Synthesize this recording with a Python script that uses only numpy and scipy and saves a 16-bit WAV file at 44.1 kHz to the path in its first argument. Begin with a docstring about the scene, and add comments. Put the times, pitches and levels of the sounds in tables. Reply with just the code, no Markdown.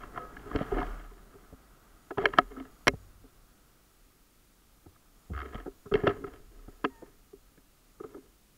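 """A small camera's plastic case knocks, rubs, rattles and creaks in its mount on a bicycle's handlebar.
Short blows and tiny catches ring the case, its mount and the bar, each built from resonances.
The case rings on in fading tones, low tones sway the bar, the frame trembles and a brake squeaks faintly.
A car passes and drives off: shaped broad noise, partly boxed in by the case, over a low street rumble.
The microphone adds a faint hiss and whine."""
import sys
import numpy as np
from scipy import signal
from scipy.fft import rfft, irfft, next_fast_len
from scipy.io import wavfile
from scipy.ndimage import uniform_filter1d, map_coordinates

SR = 44100
rng = np.random.default_rng(int(sys.argv[2]) if len(sys.argv) > 2 else 0)


def to_wav(s):
    """Save 16-bit WAV."""
    ch = np.atleast_2d(s).T  # columns
    pcm = np.round(np.clip(ch, -1, 1) * 32767)  # PCM
    wavfile.write(sys.argv[1], SR, pcm.astype(np.int16))


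N = 377937
T = np.arange(N) / SR  # time of every sample [s]

# resonances of the plastic shell, before a blow favours some: (frequency [Hz], width [Hz], level [dB])
SHELL_MODES = [(552, 31, -7.5), (583, 120, -5.5), (724, 50, 2.5), (1026, 110, -7), (1277, 82, -0.5),
               (1695, 110, -3.5), (1906, 90, -6.5), (2144, 83, -6.5), (2460, 120, -16), (2720, 90, -11),
               (3160, 260, -11.5), (3960, 100, -18.5), (4400, 390, -19.5), (5700, 400, -20),
               (5920, 490, -22.5), (7700, 7900, -34.5), (11160, 700, -26), (14500, 2400, -41.5)]
# resonances of the mount, before a blow favours some: (frequency [Hz], width [Hz], level [dB])
MOUNT_MODES = [(232, 13, -11), (265, 17, 0.5), (336, 170, -7), (399, 26, 2.5), (445, 33, -6)]
# tone balance of the low street rumble: (frequency [Hz], relative level per Hz [dB])
STREET_SPECTRUM = [(20, -3.5), (40, 6), (70, -9), (150, -10.5), (300, -11.5), (600, -22.5), (2000, -46)]


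def amp(db):
    """Turn decibels into a gain."""
    return 10 ** (np.asarray(db) / 20)


def unit(x):
    """Scale a sound to an rms of 1."""
    return x / np.sqrt(np.mean(x ** 2) + 1e-20)


def curves(rows):
    """Join the points of each column after the time with straight lines, one value per sample."""
    s, *columns = np.transpose(rows)
    return [np.interp(T, s, column) for column in columns]


def wobble(rate):
    """Draw a smooth random curve through `rate` random points a second."""
    points = rng.standard_normal(int(N * rate / SR) + 4)
    return map_coordinates(points, [T * rate])


def filtered(x, response):
    """Multiply the spectrum of a sound by a response that depends on frequency."""
    size = next_fast_len(len(x) + SR // 4)  # spare room, so that the ringing does not wrap around
    spectrum = rfft(x, size) * response(np.fft.rfftfreq(size, 1 / SR))
    return irfft(spectrum, size)[:len(x)]


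def resonate(x, modes):
    """Send a force through a body whose resonances each ring at their own frequency."""
    def response(f):
        total = 0
        for k, (center, width, db) in enumerate(modes):
            damping = 1j * f * width
            peak = damping / (center * center - f * f + damping)
            total = total + (-1) ** k * amp(db) * peak  # every other mode is flipped
        return total
    return filtered(x, response)


def cut(x, hz, kind, order=2):
    """Keep only what lies below ("low") or above ("high") a frequency."""
    sos = signal.butter(order, min(hz, SR / 2 - 1), kind, fs=SR, output="sos")
    return signal.sosfilt(sos, x)


def noise(points):
    """Make noise of rms 1 whose tone balance follows (frequency [Hz], level [dB]) points."""
    hz, db = np.transpose(points)
    return unit(filtered(rng.standard_normal(N),
                         lambda f: amp(np.interp(np.log(f + 1), np.log(hz), db))))


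def add(track, s, sound):
    """Mix a sound into the track at a time in seconds."""
    part = track[max(0, round(s * SR)):][:len(sound)]
    part += sound[:len(part)]


def struck(modes, favoured_hz, lift_db):
    """The place of a blow favours the resonances near one frequency."""
    reach_octaves = .22
    lifted = []
    for hz, width, db in modes:
        distance = np.log2(hz / favoured_hz) / reach_octaves
        lifted.append((hz, width, db + lift_db * np.exp(-distance ** 2)))
    return lifted


def shell(force, hardness_hz, modes):
    """The shell clacks; a soft contact barely reaches its high resonances."""
    return cut(cut(resonate(force, modes), hardness_hz, "low"), 610, "high")


def mount(force, modes):
    """The clamp answers a force with a hollow ring."""
    return cut(cut(resonate(force, modes), 810, "low"), 110, "high")


def bar(force):
    """The handlebar answers a force with a dull thump from two broad resonances."""
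    # resonances of the bar: (frequency [Hz], width [Hz], level [dB])
    bar_modes = [(95, 140, -0.34), (144.96, 200, 0.34)]
    return cut(resonate(force, bar_modes), 390, "low")


def traffic(direct_db=-6, boxed_db=-2, car_rumble_db=3):
    """Broad noise, partly boxed in by the case, over a low rumble that grows when the noise is loud."""
    # level of the broad noise before slow wavering: passing car with rubbing and a brief swell of
    # background noise, then far traffic: (time [s], level [dB])
    broad_levels = [(0, -55), (.4, -55), (.7, -48.5), (.9, -47.5), (1.1, -64), (1.5, -63.5), (2, -66.5),
                    (3, -67), (3.6, -69), (4.4, -75.5), (5.2, -70.5), (7, -74.5), (8.57, -75)]
    # tone balance of the direct broad noise: (frequency [Hz], relative level per Hz [dB])
    broad_spectrum = [(40, -23), (100, -9.5), (250, -6.5), (570, -12), (1010, -15.5), (1300, -15),
                      (1800, -25), (2600, -29.5), (8000, -38.5), (14000, -55.5)]
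    # resonances on the way through the air into the case: (frequency [Hz], width [Hz], level [dB])
    air_modes = [(397, 60, -2.5), (690, 140, -1), (1280, 210, 3), (1700, 140, -7.5), (1910, 73, -6),
                 (3300, 160, -22.5)]
    steady_rumble_db = -65
    broad_db, = curves(broad_levels)
    direct = noise(broad_spectrum)
    boxed = unit(cut(resonate(rng.standard_normal(N), air_modes), 3500, "low"))
    broad = amp(direct_db) * direct + amp(boxed_db) * boxed
    rumble_gain = np.hypot(amp(steady_rumble_db), amp(broad_db + car_rumble_db))
    return amp(broad_db + .8 * wobble(3.2)) * broad + rumble_gain * noise(STREET_SPECTRUM)


def sliding():
    """Each slide of the case swells, holds and dies away; gives gains for mount ring and shell scrape."""
    # slides: (time [s], length [s], mount ring level [dB], shell scrape level [dB])
    slide_list = [(0, 0.01, -51.5, -50), (0.132, 0.073, -49.5, -53), (0.307, .1, -58.5, -60),
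                  (0.449, 0.11, -47.5, -53), (0.521, 0.096, -46, -45.5), (0.663, .06, -48.5, -51),
                  (0.725, 0.08, -37.5, -42.5), (0.836, 0.21, -62, -56.5), (1.1, 0.38, -64.5, -68.5),
                  (2.178, .07, -37, -42), (2.26, 0.13, -50.5, -52.5), (2.498, .14, -53.5, -58),
                  (5.329, .1, -52.5, -51.5), (5.407, .1, -47.5, -50.5), (5.514, 0.045, -46, -46),
                  (5.941, 0.052, -38, -45.5), (6.05, .03, -34.5, -38.5), (6.12, 0.098, -45.5, -63),
                  (6.247, 0.096, -52.5, -56.5), (6.5, 0.61, -64.5, -69.5), (7.99, 0.22, -58.5, -68.5)]
    attack_s, release_db_per_s = .02, 170
    gains = np.zeros((2, N))
    for s, length, ring_db, scrape_db in slide_list:
        swell = np.clip((T - s) / attack_s, 0, 1)
        fade = amp(-release_db_per_s * np.maximum(T - s - length, 0))
        gains = np.maximum(gains, amp([[ring_db], [scrape_db]]) * swell * fade)
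    return gains


def rubbing(ring, scrape, hardness_hz=2100, thump_db=-11, ring_hz=410, scrape_hz=1300):
    """Sliding plastic catches on many tiny ridges of uneven size."""
    catches_per_s, spread_db, uneven_db = 900, 3, 2.5
    catches = (rng.random(N) < catches_per_s / SR) * rng.choice([-1, 1], N)
    sizes = amp(spread_db * np.minimum(rng.exponential(size=N), 3))
    force = catches * sizes * amp(uneven_db * wobble(60))
    hollow = unit(mount(force, struck(MOUNT_MODES, ring_hz, lift_db=1.5)))
    body = hollow + amp(thump_db) * unit(bar(force))
    scraping = unit(shell(force, hardness_hz, struck(SHELL_MODES, scrape_hz, lift_db=3)))
    return ring * body + scrape * scraping


def rattles(ring, scrape, ring_db=-10, clack_db=-8, hardness_hz=2500, ring_hz=310, chatter_s=.002):
    """The loose case taps at random while it slides; each tap is a short chatter."""
    taps_per_s, spread_db = 28, 4
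    sizes = amp(spread_db * np.clip(rng.standard_normal(N), -2, 2))
    taps = (rng.random(N) < taps_per_s / SR) * sizes
    fading = signal.lfilter([1], [1, -np.exp(-1 / (chatter_s * SR))], taps)
    force = fading * rng.standard_normal(N)
    body = unit(mount(force, struck(MOUNT_MODES, ring_hz, lift_db=6)))
    clack = unit(shell(force, hardness_hz, struck(SHELL_MODES, 3100, lift_db=4.5)))
    return amp(ring_db) * ring * body + amp(clack_db) * scrape * clack


def knocks(chatter=300):
    """Each contact is a blow plus a chatter, stronger and duller the longer the faces touch."""
    # contacts of the case: (time [s], contact time [s], bar thump level [dB], mount ring level [dB],
    # favoured mount frequency [Hz], shell clack level [dB], favoured shell frequency [Hz])
    contacts = [ (.033, 0.0016, -75, -54, 270, -45.5, 1340), (.159, 0.0025, -52, -57, 400, -45, 1290),
                (0.174, 0.0024, -54, -71, 436, -37, 1110), (.367, 0.0012, -61, -55, 277, -47.5, 1720),
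                (.512, 0.0022, -51, -49, 330, -43.5, 1160), (.549, 0.0022, -31, -36.5, 300, -46, 1290),
                (.56, 0.00073, -36, -39, 290, -38.5, 650), (.588, .002, -45, -51, 282, -42.5, 1290),
                (.61, 0.0013, -35.5, -34.5, 317, -42.5, 715), (0.717, 0.0027, -42, -29.5, 418, -40.5, 710),
                (.765, .0034, -61, -31.5, 327, -40, 715), (.781, 0.0033, -61, -51, 397, -36.5, 1700),
                (.811, .003, -52, -40, 414, -36.5, 1120), (0.828, 0.0013, -46.5, -58, 280, -39, 710),
                (1.11, 0.0027, -61, -55, 403, -64, 1020), (1.337, 0.0091, -61, -54, 407, -70, 1290),
                (1.526, 0.0031, -48, -51.5, 264, -65, 715), (2.1064, .0023, -67, -39, 318, -42, 690),
                (2.173, .002, -43.5, -34.5, 433, -42.5, 1020), (2.181, 0.0017, -39.5, -39, 395, -33.5, 760),
                (2.235, .0037, -54, -35, 397, -38, 715), (2.2557, 0.0011, -45, -31, 440, -22, 1700),
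                (2.335, 0.0013, -49.5, -51, 280, -37.5, 1110), (2.357, .0009, -58, -52.5, 280, -61, 1970),
                (2.375, 0.0019, -48, -45.5, 394, -40, 1660), (2.3853, 0.0011, -38.5, -28, 340, -16.5, 820),
                (2.565, 0.0024, -76, -42.5, 264, -50.5, 1290),
                (2.604, 0.0012, -72, -42.5, 263, -55.5, 1290),
                (2.8707, 0.00053, -51.5, -27, 330, -26.5, 1780), (2.879, 0.00044, -35, -29, 290, -22, 2280),
                (2.881, 0.00037, -45.5, -34.5, 290, -23, 5600), (2.935, 0.0021, -40, -52, 276, -62, 630),
                (3.237, .003, -68, -55, 272, -75.5, 630), (4.859, .0033, -57.5, -55.5, 329, -64, 690),
                (4.958, .002, -82, -78, 330, -66.5, 1290), (5.3, .004, -43, -65, 280, -64, 630),
                (5.313, 0.0044, -42, -57, 290, -65, 1290), (5.547, 0.0049, -40.5, -54, 358, -62, 1290),
                (5.658, 0.0058, -70, -38, 360.4, -52.5, 1290), (5.855, 0.0058, -48.5, -49, 405, -56, 1290),
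                (5.914, 0.0023, -41, -31.5, 424, -44.5, 1270), (5.921, 0.0019, -34, -40.5, 396, -46, 1270),
                (5.939, .001, -46.5, -22, 413, -36, 2800), (5.953, 0.0011, -33.5, -33, 400, -37.5, 2180),
                (6.001, .0016, -63, -48, 400, -50, 1800), (6.034, .002, -33, -28, 413, -42, 615),
                (6.067, .0022, -50.5, -23, 438, -26, 623), (6.075, 0.0011, -31, -22, 405, -33, 2910),
                (6.104, .002, -47.5, -40.5, 405, -42, 1850), (6.24, .0018, -44, -37.5, 404, -44, 1295),
                (6.679, 0.0026, -47.5, -53.5, 376, -62.5, 1290),
                (6.8425, 0.0016, -66, -29.5, 330, -37, 1290), (6.8475, 0.0014, -63, -31, 303, -31, 2710),
                (7.021, .0045, -70, -45.5, 330, -76, 1290), (7.328, 0.0033, -63.5, -48, 397, -70.5, 1290),
                (7.576, 0.0017, -59, -64, 277, -69, 1640), (7.999, 0.003, -60.5, -41, 390, -52.5, 1290),
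                (8.037, 0.0042, -56, -43, 435, -50.5, 1295), (8.144, 0.0028, -70, -44.5, 369, -56.5, 1290),
                (8.165, 0.005, -74, -48.5, 300, -72, 630)]
    usual_contact_s = .002
    # reach into the shell's high resonances at the usual contact; how fast it rises for briefer ones
    hardness_hz, hardness_power = 1380, 1.25
    track, t = np.zeros(N), np.arange(SR // 3) / SR
    first = SR // 40  # levels hold for the first 25 ms of each sound
    for s, contact, thump_db, ring_db, ring_hz, clack_db, clack_hz in contacts:
        contact = max(contact, 1e-4)
        u, brevity = t / contact, usual_contact_s / contact
        force = chatter * contact * rng.standard_normal(len(t)) * u * np.exp(-u)
        force[0] += 1  # the blow itself
        mount_modes = struck(MOUNT_MODES, ring_hz, lift_db=10)
        shell_modes = struck(SHELL_MODES, clack_hz, lift_db=10)
        parts = [(bar(force), thump_db),
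                 (mount(force, mount_modes), ring_db),
                 (shell(force, hardness_hz * brevity ** hardness_power, shell_modes), clack_db)]
        for sound, db in parts:
            add(track, s, amp(db) * sound / np.std(sound[:first]))
    return track


def shudder(case, top_hz=110):
    """The frame trembles with the noise of the case and calms a moment later."""
    level_db, calm_s = -13, 0.35  # level against the smoothed strength of the case's noise
    keep = np.exp(-1 / (calm_s * SR))
    strength = signal.lfilter([1 - keep], [1, -keep], np.abs(case))
    return amp(level_db) * strength * cut(noise(STREET_SPECTRUM), top_hz, "low")


def case_ring(fade_s=0.38, rise_s=.008, unsteady=.5):
    """The plastic case rings on after a jolt: a few fading tones with unsteady phase."""
    # tones of the ringing case: (frequency [Hz], level before rise and fade [dB])
    tones = [(500, -43), (705, -47), (1275, -38), (1660, -51)]
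    start_s = .188
    t = np.maximum(T - start_s, 0)
    ring = 0
    for hz, db in tones:
        ring = ring + amp(db) * np.sin(2 * np.pi * hz * t + unsteady * wobble(88.0))
    return amp(-60 * t / fade_s) * (1 - np.exp(-t / rise_s)) * ring  # falls 60 dB in fade_s


def sways():
    """Frame and bar swing at low frequencies after a shove and settle."""
    # swings: (time [s], frequency [Hz], level before rise and fade [dB], time to fall by 60 dB [s])
    swings = [(0.53, 38, -29, 0.27), (0.726, 39, -25.5, 0.92), (2.17, 33.7, -40.5, 0.85),
              (2.88, 55, -35, .37), (2.879, 93.5, -48, 1.2), (4.861, 86.3, -41, 0.14),
              (5.296, 87, -31.5, 0.36), (5.319, 66.6, -29.5, .55), (5.541, 42.7, -35, .51),
              (5.921, 32, -28, .29), (6.072, 100, -27, 0.164), (6.5, 35, -50, 2.4)]
    rise_cycles = .65
    track, t = np.zeros(N), np.arange(2 * SR) / SR
    for s, hz, db, fade_s in swings:
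        envelope = amp(db - 60 * t / fade_s) * (1 - np.exp(-t * hz / rise_cycles))
        add(track, s, envelope * np.sin(2 * np.pi * hz * t))
    return track


def creak(hardness_hz=1800, low_hz=1100, pitch_hz=1330):
    """The joint sticks and slips in a quick, nearly even run; each slip is a tick and a gritty slide."""
    # sticking and slipping in the mount: (time [s], slips per second [1/s], level [dB])
    slip_curve = [(5.335, 72, -49.5), (5.365, 73, -45.5), (5.395, 76, -38.5), (5.42, 76, -41.5),
                  (5.435, 76, -53)]
    slide_s, grit = .002, .09
    rate, db = curves(slip_curve)
    slipping = (T >= slip_curve[0][0]) & (T < slip_curve[-1][0])
    # a slip happens whenever the running count passes a whole number
    slips = np.diff(np.ceil(np.cumsum(rate * slipping) / SR), prepend=0)
    slides = signal.lfilter([1], [1, -np.exp(-1 / (slide_s * SR))], slips)
    force = slips + grit * slides * rng.standard_normal(N)
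    clack = shell(force, hardness_hz, struck(SHELL_MODES, pitch_hz, lift_db=9.0))
    sound = cut(clack, low_hz, "high", order=4)
    return amp(db) * sound / np.std(sound[slipping])


def squeak(octave_db=-4, waver=0.00715):
    """A brake pad sings briefly, sinking in pitch: a wavering tone and its octave."""
    # the brake's song: (time [s], pitch before wavering [Hz], level of the lower tone [dB])
    song = [(6.9, 955, -62), (6.95, 914.4, -62), (6.98, 912.4, -61), (7.02, 900, -65), (7.07, 897.6, -69)]
    hz, db = curves(song)
    phase = 2 * np.pi * np.cumsum(hz * (1 + waver * wobble(53))) / SR
    singing = (T > song[0][0]) * (T < song[-1][0])
    return amp(db) * singing * (np.sin(phase) + amp(octave_db) * np.sin(2 * phase))


def scene():
    """Add up the jolted case, the bicycle and the road."""
    ring, scrape = sliding()
    contact = rubbing(ring, scrape) + rattles(ring, scrape) + knocks() + creak()
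    bicycle = shudder(contact) + sways() + squeak()
    return (traffic() + contact + case_ring() + bicycle)[None]


def record(dry, hiss_db=-67.0, whine_db=-76, knee_db=-50, swell=0.19, top=0.94):
    """The microphone hisses and whines, more when driven; peaks are rounded and the top treble cut off."""
    whine_hz, top_hz = 6804, 15750
    x = dry[0]
    level = np.sqrt(np.abs(uniform_filter1d(x ** 2, size=SR // 3)))
    drive = level / (level + amp(knee_db))  # 0 in silence, near 1 when loud
    hiss_noise = noise([(100, 2), (2000, 1.9), (8000, -0.15), (15000, -0.28)])
    hiss = amp(hiss_db) * (1 + swell * drive ** 2) * hiss_noise
    phase = 2 * np.pi * whine_hz * T
    whine = amp(whine_db) * drive * (np.sin(phase) + amp(-16.0) * np.sin(2 * phase))
    rounded = x / (1 + np.abs(x / top) ** 6) ** (1 / 6)
    return filtered(rounded + hiss + whine, lambda hz: hz < top_hz)[None]


dry = scene()
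out = record(dry)
to_wav(out)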